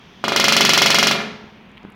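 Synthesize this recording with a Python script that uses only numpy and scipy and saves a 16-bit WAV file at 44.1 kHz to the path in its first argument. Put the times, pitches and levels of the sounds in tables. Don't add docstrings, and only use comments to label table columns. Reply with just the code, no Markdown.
import sys
import numpy as np
from scipy import signal
from scipy.fft import rfft, irfft
from scipy.io import wavfile

SR = 44100
rng = np.random.default_rng(int(sys.argv[2]) if len(sys.argv) > 2 else 0)


def wrap_up_sound(samples):
    columns = np.atleast_2d(samples).T
    tamed = np.clip(columns, -1, 1)
    steps = np.round(tamed * 32767).astype(np.int16)
    wavfile.write(sys.argv[1], SR, steps)


N = 85995


def amp(db):
    return 10 ** (np.asarray(db) / 20)


def read(points, hz):
    table_hz, value = np.transpose(points)
    return np.interp(np.log(hz + 1), np.log(table_hz + 1), value)


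def add(mix, start_s, sound):
    part = mix[round(start_s * SR):][:len(sound)]
    part += sound[:len(part)]


def convolve(x, response):
    return signal.fftconvolve(x, response)[:N]


def colour(x, spectrum, size=4096):
    log_gain = np.log(amp(read(spectrum, abs(np.fft.fftfreq(size, 1 / SR)))))
    response = np.fft.ifft(np.exp(np.conj(signal.hilbert(log_gain)))).real
    return convolve(x, response[:size // 2])


def noise(spectrum):
    gain = amp(read(spectrum, np.fft.rfftfreq(N, 1 / SR)))
    x = irfft(rfft(rng.standard_normal(N)) * gain, N)
    return x / x.std()


def ring(t60_table, rise_s, size=256):
    hz, t, bands = signal.stft(rng.choice([-1., 1.], N), SR, nperseg=size)
    decay = amp(-60 * t / read(t60_table, hz)[:, None])
    tail = signal.istft(bands * decay, SR, nperseg=size)[1][:N]
    tail *= 1 - np.exp(-np.arange(N) / SR / rise_s)
    return tail / np.linalg.norm(tail)


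def burst(t60):
    half_decay = np.exp(-np.log(1000) * np.arange(N) / SR / t60 / 2)
    spectrum = rfft(rng.standard_normal(N) * half_decay ** 2)
    x = irfft(spectrum / (abs(spectrum) + 1e-12), N) * half_decay
    return x / np.linalg.norm(x)


def thud(length_s, from_hz, to_hz):
    progress = np.arange(0, 1, 1 / (length_s * SR))
    hz = from_hz + (to_hz - from_hz) * progress ** 2
    return np.sin(2 * np.pi * np.cumsum(hz) / SR) * np.sin(np.pi * np.sqrt(progress))


def impulses(times, gains):
    x = np.zeros(N)
    for time_s, gain in zip(times, gains):
        add(x, time_s, np.array([gain]))
    return x


def hush():
    # (frequency [Hz], density [dB])
    air = [(25, -25), (55, -8.5), (80, -13), (120, -8), (160, -5.5), (205, 0), (290, -13), (400, -13),
           (600, -18.5), (880, -15), (1500, -19.5), (2300, -18), (3300, -23), (4000, -32), (6000, -47),
           (8000, -54.5), (16000, -52.5)]
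    hiss = [(1500, -38.5), (3300, 1.5), (4000, -11), (6000, -11.5), (8000, -35), (16000, -34)]
    # (time [s], level [dB])
    hiss_level = [(0, -56), (0.251, -53.5), (1.5, -59.5), (1.95, -77)]
    hiss_db = np.interp(np.arange(N) / SR, *np.transpose(hiss_level))
    return amp(-45.5) * noise(air) + amp(hiss_db) * noise(hiss)


def room_echo(x):
    # (frequency [Hz], gain [dB])
    spectrum = [(40, -30.5), (100, -11), (200, 1), (320, -10.5), (700, -8.5), (1300, 0.5), (2400, -1.5),
                (4300, -5.5), (6000, -9.5), (8000, -21), (12000, -22), (16000, -35.5)]
    # (frequency [Hz], t60 [s])
    decay = [(100, 1), (230, 1), (700, 0.83), (1840, 0.7), (4850, 0.62), (12800, 0.36)]
    return colour(convolve(x, ring(decay, rise_s=0.0088)), spectrum)


def bumps():
    # (time [s], level [dB], starting pitch [Hz])
    events = [(1.441, -29, 344), (1.832, -38, 790), (1.840, -32, 606), (1.8493, -26, 300),
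              (1.8507, -27.5, 1000)]
    direct = np.zeros(N)
    for time_s, db, hz in events:
        add(direct, time_s, -amp(db) * thud(length_s=1.15 / hz, from_hz=hz, to_hz=0.49 * hz))
    return direct + amp(-2.5) * room_echo(direct)


def ticks():
    # (time [s], gain at band centre [dB], band centre [Hz])
    events = [(1.695, -42, 6900), (1.717, -36, 6560), (1.772, -6.5, 2530), (1.775, -16.5, 2660),
              (1.778, -5, 2630), (1.831, -27, 4920), (1.902, -34.5, 11000), (1.9215, -32, 7660)]
    half_width_octaves, skirt_db = 0.41, -39
    hz = np.geomspace(100, 16000, 30)
    mix = np.zeros(N)
    for time_s, db, centre_hz in events:
        band_db = np.maximum(-6 * (np.log2(hz / centre_hz) / half_width_octaves) ** 2, skirt_db)
        add(mix, time_s, amp(db) * colour(burst(t60=0.017), np.transpose([hz, band_db])))
    return mix


def window_shake(bill, pane):
    # (frequency [Hz], gain [dB])
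    thud_drive = [(100, 0), (700, 5.5), (1400, -6), (2300, -5.5), (4000, -6.5), (5500, -14.5), (8000, -14),
                  (16000, -17)]
    clack_drive = [(100, -16.5), (700, -27.5), (1400, -2), (2300, 2), (4000, 1), (5500, 3), (8000, -1.5),
                   (16000, 3.5)]
    return colour(bill, thud_drive) + colour(pane, clack_drive)


def window_modes(shake):
    # (frequency [Hz], relative level [dB], t60 [s])
    modes = [(144.2, -34.5, 0.34), (215.7, -36, 0.92), (234.4, -42, 0.67), (377, -32.5, 0.3),
             (421.2, -37.5, 0.9), (560, -31, 0.17), (676, -35.5, 0.33), (1202, -36, 0.22),
             (1316, -23, 0.15), (1635, -41, 0.15), (1877, -38.5, .3), (2054, -24, 0.17), (2130, -29, 0.41),
             (2342, -31.5, 0.455), (2390, -25.5, 0.36), (2482, -22, 0.16), (2688, -23.5, 0.092),
             (3030, -24, 0.089), (3220, -33.5, 0.27), (3285, -27.5, 0.21), (3442, -20.5, 0.11),
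             (4005, -29, 0.35), (4315, -21.5, 0.17), (4330, -22.5, 0.11), (4450, -34.5, 0.059),
             (4824, -31, 0.21), (5314, -28, 0.21), (5930, -33, 0.14), (5910, -35, 0.16)]
    t = np.arange(N) / SR
    response = np.zeros(N)
    for hz, db, t60 in modes:
        response += amp(db - 60 * t / t60) * np.sin(2 * np.pi * (hz * t + rng.random()))
    return convolve(shake, response)


def glass_ring(shake):
    # (frequency [Hz], gain [dB])
    spectrum = [(40, -44), (100, -52.5), (160, 5), (380, -2.5), (500, -11), (900, -12), (1300, 8),
                (1800, -9), (2500, 2.5), (3300, 4.5), (3800, 2.5), (4400, 6), (4900, -1), (6000, -3),
                (6400, -4.5), (8500, -14), (12000, -22.5), (16000, -25)]
    # (frequency [Hz], t60 [s])
    decay = [(200, 0.08), (1000, 0.16), (2200, 0.14), (3500, 0.11), (6000, 0.1), (12000, 0.12)]
    return colour(convolve(shake, ring(decay, rise_s=0.0052)), spectrum)


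def pane_clack(pane, stray_pane):
    # (frequency [Hz], gain [dB])
    snap = [(100, -33.5), (800, -23.5), (2500, 5), (4000, -1.5), (5600, 4.5), (7500, -7), (11000, -14.5),
            (14500, -11), (16000, -19)]
    chatter = sum(convolve(x, burst(t60=0.028)) for x in (pane, stray_pane))
    return colour(pane + amp(4.5) * chatter, snap)


def frame_thud(bill):
    rising = convolve(bill, thud(length_s=0.0026, from_hz=940, to_hz=2550))
    knock = convolve(bill, thud(length_s=0.0022, from_hz=294, to_hz=294))
    return amp(-5.5) * rising - amp(-15.5) * knock


def drumming():
    # (time [s], relative thud level [dB], relative clack level [dB])
    blows = [(0.2399, -0.5, -18.5), (0.2802, 0.5, -9), (0.3198, 0.5, -15), (0.3602, 1, -1),
             (0.3974, -0.5, -1), (.4402, 0, 0.5), (0.481, 0.5, 0.5), (0.5218, 0, 1), (.5644, .5, 1.5),
             (0.6068, 2.5, 1.5), (0.6488, 0, 1.5), (0.6912, 1.5, 2), (.733, -0.5, 1.5), (0.7752, 1.5, 1.5),
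             (0.8176, 2.5, 1.5), (.859, 0, 0), (0.9021, 0, 0), (.9435, 1, -0.5), (0.9843, 0.5, 0),
             (1.0271, 1, -.5), (1.0688, -.5, 0.5), (1.1105, 1, -5.5), (1.1531, -5.5, -66),
             (1.203, -9.5, -53)]
    clack_delay_s, jitter_s = 0.0025, 0.00007
    steady_gain, stray_spread = 0.87, 0.37
    times, thud_db, clack_db = np.transpose(blows)
    clack_times = times + clack_delay_s + jitter_s * rng.standard_normal(len(times))

    def contacts(weight):
        return impulses(times, weight * amp(thud_db)), impulses(clack_times, weight * amp(clack_db))

    bill, pane = contacts(steady_gain)
    stray_bill, stray_pane = contacts(stray_spread * rng.standard_normal(len(times)))
    shake, stray_shake = window_shake(bill, pane), window_shake(stray_bill, stray_pane)
    direct = frame_thud(bill) + amp(7.5) * pane_clack(pane, stray_pane)
    tones = window_modes(shake)
    glass = glass_ring(shake) + glass_ring(stray_shake)
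    room = room_echo(shake) + room_echo(stray_shake)
    return direct + amp(-0.5) * tones + amp(16.5) * glass + amp(17.5) * room


def scene():
    low_cut = signal.butter(4, 114, "high", fs=SR, output="sos")
    woodpecker = signal.sosfilt(low_cut, drumming())
    return (woodpecker + ticks() + bumps() + hush())[None]


def record(dry):
    overloaded = dry / (1 + dry ** 8) ** (1 / 8)
    high_cut = signal.firwin(511, cutoff=16100, window=("kaiser", 9), fs=SR)
    return signal.oaconvolve(overloaded, high_cut[None], "same")


dry = scene()
out = record(dry)
wrap_up_sound(out)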